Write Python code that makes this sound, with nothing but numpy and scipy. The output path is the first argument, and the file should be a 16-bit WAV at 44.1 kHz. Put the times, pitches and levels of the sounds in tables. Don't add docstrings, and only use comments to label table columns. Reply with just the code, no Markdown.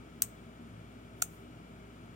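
import sys
import numpy as np
from scipy import signal
from scipy.fft import rfft, irfft
from scipy.io import wavfile
from scipy.ndimage import map_coordinates

SR = 44100
rng = np.random.default_rng(int(sys.argv[2]) if len(sys.argv) > 2 else 0)


def store_pcm(level_fs):
    pcm = np.round(np.clip(level_fs, -1, 1) * 32767).astype(np.int16)
    wavfile.write(sys.argv[1], SR, np.atleast_2d(pcm).T)


def to_linear_factor(level_db):
    exponent = np.asarray(level_db, float) / 20
    return 10 ** exponent


N = 94815
T = np.arange(N) / SR
HZ = np.fft.rfftfreq(N, 1 / SR)
AIR_TOP_HZ = 15850


def at_hz(points):
    p = np.array(points, float)
    return np.interp(np.log(HZ + 1), np.log(p[:, 0]), p[:, 1])


def rms_one(x):
    return x / np.sqrt(np.mean(x ** 2) + 1e-20)


def drift(rate):
    knots = rng.standard_normal(400)
    return map_coordinates(knots, [T * rate], order=3)


def air(spectrum, low_hz, high_hz):
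    # f/Hz, width/Hz, lift/dB
    resonances = [(109, 47, 9), (144.7, 14.6, -15), (159.7, 27, 9.5), (240, 47, 8), (288.7, 15, -7.5),
                  (312, 20, 7), (403, 37, 8.5), (663, 120, 6.5), (1313, 210, 6.5), (2293, 200, 8.5),
                  (2890, 220, 3), (3350, 64, 3.5), (7100, 400, 6), (9070, 220, 10.5), (12000, 200, 10)]
    # f/Hz, shared part (0 to 1)
    shared_part = [(60, 1), (250, 1), (500, .65), (1400, 0.46), (3000, .5), (6000, .25), (15000, .05)]
    # f/Hz, left minus right/dB
    balance = [(60, -1), (130, 1.5), (290, 1.5), (640, -0.5), (1410, 6), (3100, 3), (6820, 1), (15000, 3.5)]
    left_early_s, patchy_db = 0.00037, -0.06

    lift = sum(db / (1 + (2 * (HZ - hz) / width) ** 2) for hz, width, db in resonances)
    colour = to_linear_factor(at_hz(spectrum) + lift) * (HZ > low_hz) * (HZ <= high_hz)

    shared, left, right = rfft(rng.standard_normal((3, N)))
    alike = np.clip(at_hz(shared_part), 0, 1)
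    lean = to_linear_factor(at_hz(balance) / 2)
    shared = np.sqrt(alike) * shared
    own = np.sqrt(1 - alike)
    earlier = np.exp(2j * np.pi * HZ * left_early_s)
    left = (shared * earlier + own * left) * lean
    right = (shared + own * right) / lean
    noise = irfft(colour * np.array([left, right]), N)
    return rms_one(noise) * to_linear_factor(patchy_db * drift(15.0))


def mains_hum():
    hum_hz, hum_db, wobble_db, left_lead_rad = 58.8, -60.5, 1.0, .35
    level = np.sqrt(2) * to_linear_factor(hum_db + wobble_db * drift(8.0))
    lead = np.array([[left_lead_rad], [0]])
    return level * np.sin(2 * np.pi * hum_hz * T + .25 * drift(5.0) + lead)


def background():
    # f/Hz, level/dB
    rumble_colour = [(20, -45.5), (45, -28.5), (75, -17.5), (110, -9), (240, -9.5), (330, -12.5),
                     (500, -17.5), (1000, -22)]
    # f/Hz, level/dB
    hiss_colour = [(1000, -5.5), (1400, -5), (2400, -12), (3300, -11.5), (4200, -18), (9000, -24.5),
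                   (10500, -29), (16000, -29)]
    rumble_db, hiss_db, split_hz = -51.5, -60.5, 1000
    rumble = to_linear_factor(rumble_db) * air(rumble_colour, 15, split_hz)
    hiss = to_linear_factor(hiss_db) * air(hiss_colour, split_hz, AIR_TOP_HZ)
    return mains_hum() + rumble + hiss


def rustle():
    # t/s, level/dB
    swell = [
        (1.12, -100),
        (1.181, -66.5),
        (1.25, -66),
        (1.35, -63),
        (1.42, -72),
        (1.5, -100),
    ]
    low_hz = 7000
    s, db = np.transpose(swell)
    level = to_linear_factor(np.interp(T, s, db, left=-140, right=-140))
    slope = (HZ < AIR_TOP_HZ) / np.sqrt(1 + (low_hz / (HZ + 1)) ** 4)
    return level * irfft(slope * rfft(rng.standard_normal((2, N))), N)


def room(x):
    # delay t/s, level/dB
    echoes = [
        (.0050, -25),
        (.0098, -22),
        (.0185, -26),
    ]
    # start t/s, level/dB, time to fall 60 dB t/s
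    tails = [
        (.003, -26.5, 0.097),
        (0.014, -45, 0.33),
    ]
    # f/Hz, level/dB
    tail_colour = [(500, -14.5), (2000, -12.5), (4700, -15), (6000, -6), (8500, -4.5), (10500, -15),
                   (13000, -11), (15800, -9)]
    smear_s, lean_db = .0004, 2

    reply = np.zeros((2, N))
    for delay, db in echoes:
        bump = np.exp(-((T - delay) / smear_s) ** 2)
        reply += to_linear_factor(db - 4) * bump * rng.standard_normal((2, N))
    for begin, db, t60 in tails:
        rise = np.clip((T - begin) / .002, 0, 1)
        reply += rise * to_linear_factor(db - 60 * T / t60) * rng.standard_normal((2, N))
    colour = to_linear_factor(at_hz(tail_colour)) * (HZ < AIR_TOP_HZ)
    answer = irfft(rfft(x) * rfft(reply) * colour, N)
    return answer * to_linear_factor(lean_db * np.array([[1], [-1]]))


def switch(touches, modes):
    left_late_s, touch_spread_db = .00017, 1.5
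    swell_cycles, phase_kick_rad = .8, .7
    ring_left_db, ring_right_db = 2, 0
    crack_db, crack_t60_s, crack_low_hz = -30, .004, 5000
    body_db, body_low_hz = 7.5, 1500

    start, size = int(touches[0][0] * SR) - 100, 4096
    s, db = np.transpose(touches)[:, :, None, None]
    t = (start + np.arange(size)) / SR - np.array([[left_late_s], [0]])
    since = np.maximum(t - s, 0)

    ring = 0
    for hz, left_db, right_db, t60 in modes:
        chance = rng.standard_normal((len(s), 2, 1, 1))
        swell = 1 - np.exp(-since * hz / swell_cycles)
        fade = to_linear_factor(db + touch_spread_db * chance[:, 0] - 60 * since / t60)
        phase = 2 * np.pi * (hz * t + rng.random()) + phase_kick_rad * chance[:, 1]
        ears = to_linear_factor(np.array([[left_db + ring_left_db], [right_db + ring_right_db]]))
        ring = ring + np.sum(swell * fade * np.sin(phase), axis=0) * ears

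    burst = np.sum((since > 0) * to_linear_factor(db + crack_db - 60 * since / crack_t60_s), axis=0)
    burst = burst * rng.standard_normal((2, size))
    high = signal.butter(4, crack_low_hz, "high", fs=SR, output="sos")
    body = signal.butter(2, body_low_hz, "high", fs=SR, output="sos")
    crack = signal.sosfilt(high, burst) + to_linear_factor(body_db) * signal.sosfilt(body, burst)

    out = np.zeros((2, 2, N))
    out[..., start:start + size] = ring, crack
    return out


def relay():
    # t/s, level/dB
    pull_in = [
        (.2190, -26),
        (.2199, -11),
        (.2204, 0),
        (.2209, -1),
        (.2216, -6),
        (.2229, -11),
        (.2243, -16),
    ]
    # t/s, level/dB
    drop_out = [
        (1.2192, -18),
        (1.2205, -1),
        (1.2214, -4),
        (1.2222, -8),
        (1.2230, 0),
        (1.2239, -3),
        (1.2254, -9),
    ]
    # f/Hz, left level/dB, right level/dB, time to fall 60 dB t/s
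    core_modes = [(1420, -38, -45, .01), (2250, -36, -43, .007), (3250, -34, -31, .008),
                  (4900, -42, -38, .005), (5750, -30, -26, .008), (6480, -30, -24, .008),
                  (7780, -21, -31, .008), (8150, -18, -22, .008), (9400, -19, -28, .005),
                  (11000, -24, -42, .005), (12300, -25, -23, .005), (12900, -18, -31, .005),
                  (13500, -21, -27, .005), (14700, -28, -18, .005)]
    # same columns, f/Hz, level/dB, level/dB, t/s
    rest_modes = [(700, -37, -33, .012), (1400, -27, -32, .011), (2400, -34, -39, .006),
                  (3300, -35, -35, .006), (4400, -32, -42, .009), (5880, -27, -27, .008),
                  (6450, -27, -24, .007), (7060, -23, -32, .008), (7410, -29, -21, .008),
                  (8200, -25, -29, .008), (9080, -25, -38, .006), (10000, -21, -37, .006),
                  (12800, -26, -37, .006), (14100, -33, -33, .006)]
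    click_low_hz, click_top_hz = 500, 15500
    ring_to_room_db, crack_to_room_db, drop_out_room_db = -11, 9, -3

    ring, crack = switch(pull_in, core_modes) + switch(drop_out, rest_modes)
    low_cut = signal.butter(3, click_low_hz, "high", fs=SR, output="sos")
    top_cut = signal.cheby1(8, .5, click_top_hz, fs=SR, output="sos")
    clicks = signal.sosfilt(np.vstack([low_cut, top_cut]), ring + crack + 1e-18)

    sent = to_linear_factor(ring_to_room_db) * ring + to_linear_factor(crack_to_room_db) * crack
    sent = sent * np.where(np.arange(N) < N / 2, 1, to_linear_factor(drop_out_room_db))
    return clicks, sent


def scene():
    clicks, sent = relay()
    return clicks + room(sent) + background() + rustle()


def band_limit(x):
    return signal.sosfilt(signal.butter(12, 16830, fs=SR, output="sos"), x)


def record(dry):
    return band_limit(dry)


dry = scene()
out = record(dry)
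store_pcm(out)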